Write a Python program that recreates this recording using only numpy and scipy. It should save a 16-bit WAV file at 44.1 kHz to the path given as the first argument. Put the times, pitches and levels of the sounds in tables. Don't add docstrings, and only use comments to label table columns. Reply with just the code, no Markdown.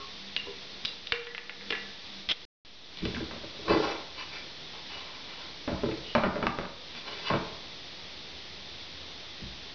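import sys
import numpy as np
from scipy import signal
from scipy.fft import rfft, irfft, next_fast_len
from scipy.io import wavfile

SR = 44100
rng = np.random.default_rng(int(sys.argv[2]) if len(sys.argv) > 2 else 0)


def unload_audio(sound):
    columns = np.transpose(np.atleast_2d(sound))
    steps = np.round(np.clip(columns, -1, 1) * 32767)
    wavfile.write(sys.argv[1], SR, steps.astype(np.int16))


def gain_from_db(level_db):
    decades = np.asarray(level_db, float) / 20
    return 10 ** decades


N = 429534

# (frequency [Hz], level [dB per Hz])
FLOOR_SPECTRUM = [(13, -51.5), (22, -16), (79, -4), (108, -10.5), (163, -4.5), (198, -7), (346, -7),
                  (440, -8.5), (1550, -16), (1880, -12), (2900, -11), (3520, -5.5), (4300, -9), (5990, -16),
                  (7090, -23.5), (9220, -71), (15600, -120)]
# (time [s], hold [s], depth [dB])
DUCKS = [
    (1.0, .2, 2.2),
    (1.28, .2, 4.5),
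    (1.95, .05, 1.5),
    (2.33, .03, 5),
    (2.65, .12, 7.5),
    (4.05, .06, 1.5),
    (6.2, .55, 3),
]
# (time [s], hold [s], level [dB])
RUSTLES = [
    (3.096, 0.07, -53),
    (3.787, 0.048, -48.5),
    (6.021, .08, -65),
    (7.12, 0.38, -58),
]
# (before silence [dB], after silence [dB])
RUMBLE_DB = (-4.5, -2.5)
# (time [s], hold [s], level [dB], rise [dB/s], fall [dB/s])
LATE_HUM = (7.8, 1.0, -60, 20, 15)
# (start [s], end [s])
SILENCE = (2.452, 2.649)
# (frequency [Hz], t60 [s])
ROOM_DECAY = [(60, 0.51), (250, 0.49), (1000, 0.73), (3000, 0.33), (6000, 0.22)]
# (time [s], level [dB], length [s])
JOLTS = [
    (0.849, -33.5, 0.0006),
    (1.124, -32.5, 0.00084),
    (1.7245, -59, 0.003),
    (2.283, -42, 0.0026),
]
# (time [s], hold [s], level [dB], rise [dB/s], fall [dB/s])
RELEASE = (2.292, .030, -26, 4000, 1300)
# (frequency [Hz], width [Hz], level [dB])
PLATE = [(3420, 300, -2), (1900, 600, -22), (5000, 700, -16)]
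# (time [s], peak [dB], steel pitch [Hz], steel ring under the snap [dB])
CLICKS = [(0.3639, -10.5, 2800, -18), (.850, -12.5, 3930, -12), (0.8553, -13, 4330, -23),
          (0.881, -34, 3240, -7), (1.0702, -21, 3900, -16), (1.1215, -8, 2370, -17),
          (1.269, -27, 1940, -10.5), (1.348, -22.5, 1850, -19), (1.3796, -20, 1850, -19),
          (1.495, -21.5, 1850, -17), (1.610, -28.5, 1500, -16.5), (1.704, -15.5, 2800, -28.5),
          (1.7069, -12.5, 2800, -20.5), (1.7244, -14.5, 1990, -10.5), (1.751, -22, 1900, -12.5),
          (2.2888, -13.5, 3570, -36)]
# (frequency [Hz], level [dB], t60 [s])
STEEL = [(1440, -17, .08), (1735, 3, 0.11), (1900, -6.5, 0.17), (1923, -0.5, 0.037), (1870, -9, 0.067),
         (1950, 0, .1), (2370, -11, 0.057), (2376, 4, 0.05), (2710, -15.5, 0.048), (2800, 13, 0.034),
         (2770, 9.5, 0.098), (3540, 10, 0.029), (3750, -10, 0.1), (3900, 0.5, 0.073), (4780, 5, .06),
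         (4600, -13, 0.068)]
# (frequency [Hz], level [dB], t60 [s])
TUBE = [(436, -14, .15), (474, 0, .45), (494, -1, .2), (462, -9, .3)]
# (time [s], level [dB], pitch [Hz], t60 [s])
BUMPS = [
    (-.01, -42, 1085, .3),
    (-.01, -39, 1150, .3),
    (-.03, -47, 410, .3),
    (-.02, -45, 1327, .12),
    (-.02, -43, 60, .5),
    (.471, -39, 400, .12),
    (.471, -41, 480, .3),
    (.468, -43, 1000, .05),
    (1.706, -31, 440, .04),
]
# (time [s], hold [s], level [dB], rise [dB/s], fall [dB/s])
SQUEAK = (6.06, .085, -45, 500, 3000)
# (time [s], hold [s], level [dB], colour [octaves above 300 Hz], edge grit over body [dB])
DRAGS = [(3.705, .03, -21, 1.08, -8), (3.763, 0.0087, -27, 0.65, -11.5), (3.799, 0.0065, -26, .5, -23),
         (3.837, 0.012, -30, 1.4, -4), (3.882, 0.035, -34, 1.1, -2), (4.193, 0.016, -42.5, 1.7, 8),
         (4.333, 0.046, -49.5, 1.16, 11), (4.749, 0.013, -46.5, 1.4, -4), (4.91, 0.097, -47, 1.46, 6),
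         (5.052, 0.12, -52.5, 1.7, 1.5), (5.284, .06, -50, 1.6, 3), (5.397, 0.066, -50, 1.5, 3),
         (6.957, 0.033, -55, 1.4, 11), (7.074, 0.052, -42.5, 1.2, 4), (7.162, 0.065, -49, 1.1, 6),
         (7.272, .012, -39, 1.8, 8.5)]
# (time [s], peak [dB], colour [octaves above 300 Hz], boom [dB])
THUDS = [(3.022, -31.5, 0, 4), (3.052, -26.5, 0.45, -3), (3.052, -24, 3.5, -23), (3.14, -30, 0.31, -3.5),
         (3.146, -30, 2.8, -18), (5.705, -41, -1.1, 12), (3.164, -28.5, 2, -3), (3.203, -32.5, 0.59, -4.5),
         (9.414, -48, -0.3, 12), (9.445, -52.5, -0.3, 15), (9.488, -58, 2, -1)]
# (time [s], peak [dB], colour [octaves above 300 Hz], crack [dB], chatter [s])
KNOCKS = [(2.971, -30.5, 3.55, -12.5, 0.075), (3.311, -34, 1.18, 7.5, 0.062),
          (3.435, -35, 0.81, -4.5, 0.023), (3.591, -36.5, 0.56, -5, 0.031), (3.681, -22.5, 1.33, -8, 0.009),
          (5.677, -21, 0.87, 0.5, 0.063), (5.834, -17, 0.6, -18.5, 0.023), (5.855, -26, 0.32, -16, 0.025),
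          (5.888, -24, 0.41, -17, 0.025), (5.912, -32, 2.7, -5, 0.014), (6.151, -12.5, 1.29, 6.5, 0.036),
          (6.235, -14.5, 1.13, -11, 0.034), (6.357, -24.5, 0.7, 3.5, 0.055),
          (6.426, -18, 1.13, -7.5, 0.018), (6.468, -18, 1.53, 11, 0.0089), (6.587, -24, 0.84, 7.5, 0.035),
          (6.653, -36.5, 1.3, 13, 0.0098), (6.951, -34, 3.3, 3.5, 0.013), (7.301, -14.5, 1.3, -5, 0.012),
          (7.312, -18, 1.25, -12, 0.035), (7.335, -20.5, 1.03, -14.5, 0.031)]
# (frequency [Hz], level [dB], t60 [s])
TILE = [(314, -4.5, 0.11), (335.8, -4, 0.11), (399, 3, 0.033), (464, -1, 0.034), (562.4, -5, 0.048),
        (688, -9, 0.042), (775, -4.5, 0.017), (865, -5.5, 0.039), (932, -6, 0.039), (1048, 1, 0.028),
        (1177, -3, 0.028), (1356, 4, 0.016), (1580, 0, 0.033), (1757, 0.5, 0.019), (1995, -4.5, 0.073),
        (2042, -3, 0.02), (2334, 5, 0.026), (2615, -4.5, 0.058), (2935, 2.5, 0.026), (3483, -4.5, 0.051),
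        (4030, 0, 0.029), (4715, 5.5, 0.0087), (5710, -1.5, 0.012)]
# (frequency [Hz], level [dB], t60 [s])
CABINET = [(41, -13.5, 0.74), (67.5, -11.5, 0.49), (81.4, -3, 0.12), (104, -7, 0.13), (126.4, -0.5, 0.13),
           (140, -1.5, 0.12), (188.5, -0.5, 0.17), (227, -2.5, 0.15), (274.7, -7.5, 0.098)]

HISS_DB, RUSTLE_DB_PER_S = -51.5, 61.5
DUCK_DB_PER_S, RECOVER_DB_PER_S = 40, 22
HUM_HZ, HUM_DB, HUM_FOLLOWS = 199.1, -57, 3.5
LATE_HUM_HZ = 80.8
SNAP_HZ, SNAP_FOLLOWS = 2930, 0.52
TUBE_DB, TUBE_DB_PER_OCTAVE = -50, -4.5
PLUNGER_JUMP_S, PLUNGER_TUBE_DB = 1.1215, -32.5
SQUEAK_HZ = 2890
DRAG_RISE_DB_PER_S, DRAG_FALL_DB_PER_S = 447, 252.5
HEAVY_DB, NARROW_DB, NARROW_GROWS, BOX_DB, BOX_FADES = -20.5, 8, 0.17, -10.5, 1
BOOM_DB, BOOM_DB_PER_OCTAVE2 = -9, -0.5
THUD_CRACK_DB, THUD_CRACK_DB_PER_OCTAVE, THUD_CHATTER_S = -10, 2, 0.019
PORT_HZ, OFFSET = 5600, .0027


def at_hz(points, hz):
    table = np.array(points)
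    return np.interp(np.log(hz), np.log(table[:, 0]), table[:, 1])


def levels(s, hold_s, db, rise_db_per_s, fall_db_per_s, t):
    before = np.maximum(s - t, 0)
    after = np.maximum(t - s - hold_s, 0)
    return db - rise_db_per_s * before - fall_db_per_s * after


def rms_one(x):
    return x / np.sqrt(np.mean(x ** 2) + 1e-20)


def peak_one(x):
    return x / np.max(np.abs(x))


def cut(x, hz, kind, order=2):
    return signal.sosfilt(signal.butter(order, hz, kind, fs=SR, output="sos"), x)


def ring(x, modes, extra_db=0, damping=1):
    out = 0
    extra_db = extra_db + np.zeros(len(modes))
    for k, ((hz, db, t60), more_db) in enumerate(zip(modes, extra_db)):
        r = gain_from_db(-60 * damping / (t60 * SR))
        w = 2 * np.pi * hz / SR
        mode = signal.lfilter([0, np.sin(w)], [1, -2 * r * np.cos(w), r * r], x + 1e-18)
        out = out + (-1) ** k * gain_from_db(db + more_db) * mode
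    return out


def wide(hz, width_hz, db):
    return hz, db, np.log(1000) / (np.pi * width_hz)


def grains(per_s, spread_db, size=N):
    draw = rng.random((3, size))
    happens = draw[0] < per_s / SR
    size_gain = gain_from_db(-spread_db * np.log(draw[1] + .04))
    return happens * size_gain * np.sign(draw[2] - .5)


def contact(chatter_s, per_s, share, size):
    t = np.arange(size) / SR
    x = share * grains(per_s, 3.6, size=size) * np.exp(-t / max(chatter_s, 1e-4))
    x[0] = 1
    return x


def colour(octaves, slope_db):
    return -slope_db * np.abs(np.log2(np.array(TILE)[:, 0] / 300) - octaves)


def add(out, x, s):
    at = round(s * SR)
    x = x[max(-at, 0):N - at]
    out[max(at, 0):max(at, 0) + len(x)] += x


def drone(hz, width_hz):
    return rms_one(ring(rng.standard_normal(N), [wide(hz, width_hz, 0)]))


def floor():
    size, t = next_fast_len(N), np.arange(N) / SR
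    hz = np.maximum(np.arange(size // 2 + 1) * SR / size, 1)
    noise = irfft(rfft(rng.standard_normal(size)) * gain_from_db(at_hz(FLOOR_SPECTRUM, hz)), size)[:N]
    noise = noise / np.std(cut(noise, [4300, 6000], "band", order=6))
    low = cut(noise, 850, "low", order=1)
    duck_db = sum(np.maximum(levels(*row, DUCK_DB_PER_S, RECOVER_DB_PER_S, t), 0) for row in DUCKS)
    rustle = sum(gain_from_db(2 * levels(*row, RUSTLE_DB_PER_S, RUSTLE_DB_PER_S, t)) for row in RUSTLES)
    gain = np.sqrt(gain_from_db(2 * (HISS_DB - duck_db)) + rustle)
    first = t < SILENCE[0]
    hiss = gain * (noise + (gain_from_db(np.where(first, *RUMBLE_DB)) - 1) * low)
    hum = first * gain_from_db(HUM_DB - HUM_FOLLOWS * duck_db) * drone(HUM_HZ, 1.2)
    late_hum = gain_from_db(levels(*LATE_HUM, t)) * drone(LATE_HUM_HZ, 6.0)
    return hiss + hum + late_hum


def room(x):
    t, tail = np.arange(SR) / SR, 0
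    for low in 40 * 2. ** np.arange(8):
        band = cut(rng.standard_normal(SR), [low, 2 * low], "band")
        tail = tail + band * gain_from_db(-60 * t / at_hz(ROOM_DECAY, np.sqrt(2) * low))
    tail = tail * np.clip((t - .003) / 0.0032, 0, 1)
    return signal.fftconvolve(x, tail / np.sqrt(np.sum(tail ** 2)))[:N]


def jolts():
    out = np.zeros(N)
    for s, db, length_s in JOLTS:
        t = np.arange(SR // 20) / SR / length_s
        add(out, -gain_from_db(db) * t * np.exp(1 - t), s)
    return out


def release():
    rattle = rms_one(ring(grains(1200, 0.64), [wide(*p) for p in PLATE]))
    return gain_from_db(levels(*RELEASE, np.arange(N) / SR)) * rattle


def bumps():
    out = np.zeros(N)
    for s, db, hz, t60 in BUMPS:
        hit = contact(0.022, 500, 0.56, size=SR // 2)
        add(out, gain_from_db(db) * peak_one(ring(hit, [(hz, 0, t60)])), s)
    return out


def gun():
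    out, steel_hz = np.zeros(N), np.array(STEEL)[:, 0]
    for s, db, ring_hz, steel_db in CLICKS:
        hz = SNAP_HZ * (ring_hz / SNAP_HZ) ** SNAP_FOLLOWS
        tube_db = TUBE_DB + TUBE_DB_PER_OCTAVE * np.log2(ring_hz / 1850)
        if abs(s - PLUNGER_JUMP_S) < .01:
            tube_db = PLUNGER_TUBE_DB
        hit = contact(0.004, 1500, 0.3, size=SR // 2)
        snap = ring(hit, [wide(hz, 1100, 0), wide(1.6 * hz, 2200, -8)])
        snap = peak_one(cut(snap, .5 * hz, "high"))
        near_db = -35 * np.abs(np.log2(steel_hz / ring_hz))
        rattle = contact(.045, 900, 0.24, size=SR // 2)
        steel = peak_one(ring(rattle, STEEL, near_db, damping=1.4))
        tube = peak_one(ring(hit, TUBE))
        add(out, gain_from_db(db) * (snap + gain_from_db(steel_db) * steel) + gain_from_db(tube_db) * tube, s)
    return out


def squeak():
    tone = rms_one(ring(grains(3400, 6.2), [wide(SQUEAK_HZ, 90, 0), wide(4100, 150, -8)]))
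    return gain_from_db(levels(*SQUEAK, np.arange(N) / SR)) * tone


def drags():
    size, lead_s = SR // 2, .1
    out, t = np.zeros(N), np.arange(size) / SR
    for s, hold_s, db, octaves, grit_db in DRAGS:
        lighter_db = HEAVY_DB - db
        grit = grains(1500, 3.2, size=size)
        box = rms_one(ring(grains(440, 11.0, size=size), CABINET, damping=1.5))
        body_db = colour(octaves, NARROW_DB + NARROW_GROWS * lighter_db)
        body = rms_one(cut(ring(grit, TILE, body_db, damping=0.72), 1400, "low"))
        edge = ring(grit, TILE, rng.normal(0, 2.5, len(TILE)), damping=.7)
        edge = rms_one(cut(edge, 1700, "high", order=4))
        stroke = gain_from_db(levels(lead_s, hold_s, db - 4, DRAG_RISE_DB_PER_S, DRAG_FALL_DB_PER_S, t))
        sound = gain_from_db(BOX_DB - BOX_FADES * lighter_db) * box + body + gain_from_db(grit_db) * edge
        add(out, stroke * sound, s - lead_s)
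    return out


def knocks():
    out, size = np.zeros(N), SR // 3
    soft = [(s, db, o, boom_db, THUD_CRACK_DB + THUD_CRACK_DB_PER_OCTAVE * o, THUD_CHATTER_S)
            for s, db, o, boom_db in THUDS]
    hard = [(s, db, o, BOOM_DB + BOOM_DB_PER_OCTAVE2 * o ** 2, *rest) for s, db, o, *rest in KNOCKS]
    crack_modes = [wide(1200, 1100, 0), wide(2400, 1400, -4.0), wide(4600, 2900, -10.0)]
    for s, db, octaves, boom_db, crack_db, chatter_s in soft + hard:
        hit = contact(chatter_s, 900, 0.21, size=size)
        edge = contact(chatter_s, 990, 0.085, size=size)
        tile_db = rng.normal(0, 2, len(TILE))
        box_db = rng.normal(0, 2, len(CABINET))
        deep_db = 3.3 * octaves * np.log2(np.array(CABINET)[:, 0] / 220)
        body = peak_one(ring(hit, TILE, colour(octaves, 12.2) + tile_db, damping=1.6))
        boom = peak_one(ring(cut(hit, 280, "low"), CABINET, box_db + deep_db))
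        crack = peak_one(ring(edge, crack_modes))
        add(out, gain_from_db(db) * (body + gain_from_db(boom_db) * boom + gain_from_db(crack_db + 1.5) * crack), s)
    return out


def scene():
    steel, rattle = gun() + bumps(), release()
    tile, grit = knocks(), drags() + squeak()
    wet = room(gain_from_db(-12) * steel + gain_from_db(-34.5) * rattle + gain_from_db(-11) * tile + gain_from_db(-11) * grit)
    heard = cut(steel + rattle + tile + grit + wet, PORT_HZ, "low", order=4)
    return (heard + jolts() + floor())[None]


def top_cut(x):
    return signal.sosfilt(signal.butter(12, 7240, fs=SR, output="sos"), x)


def record(dry):
    x = dry - .22 * dry ** 2
    x = cut(x, 5756, "low", order=12) + OFFSET
    t = np.arange(N) / SR
    audible = (t < SILENCE[0]) | (t > SILENCE[1])
    return top_cut(x * audible)


dry = scene()
out = record(dry)
unload_audio(out)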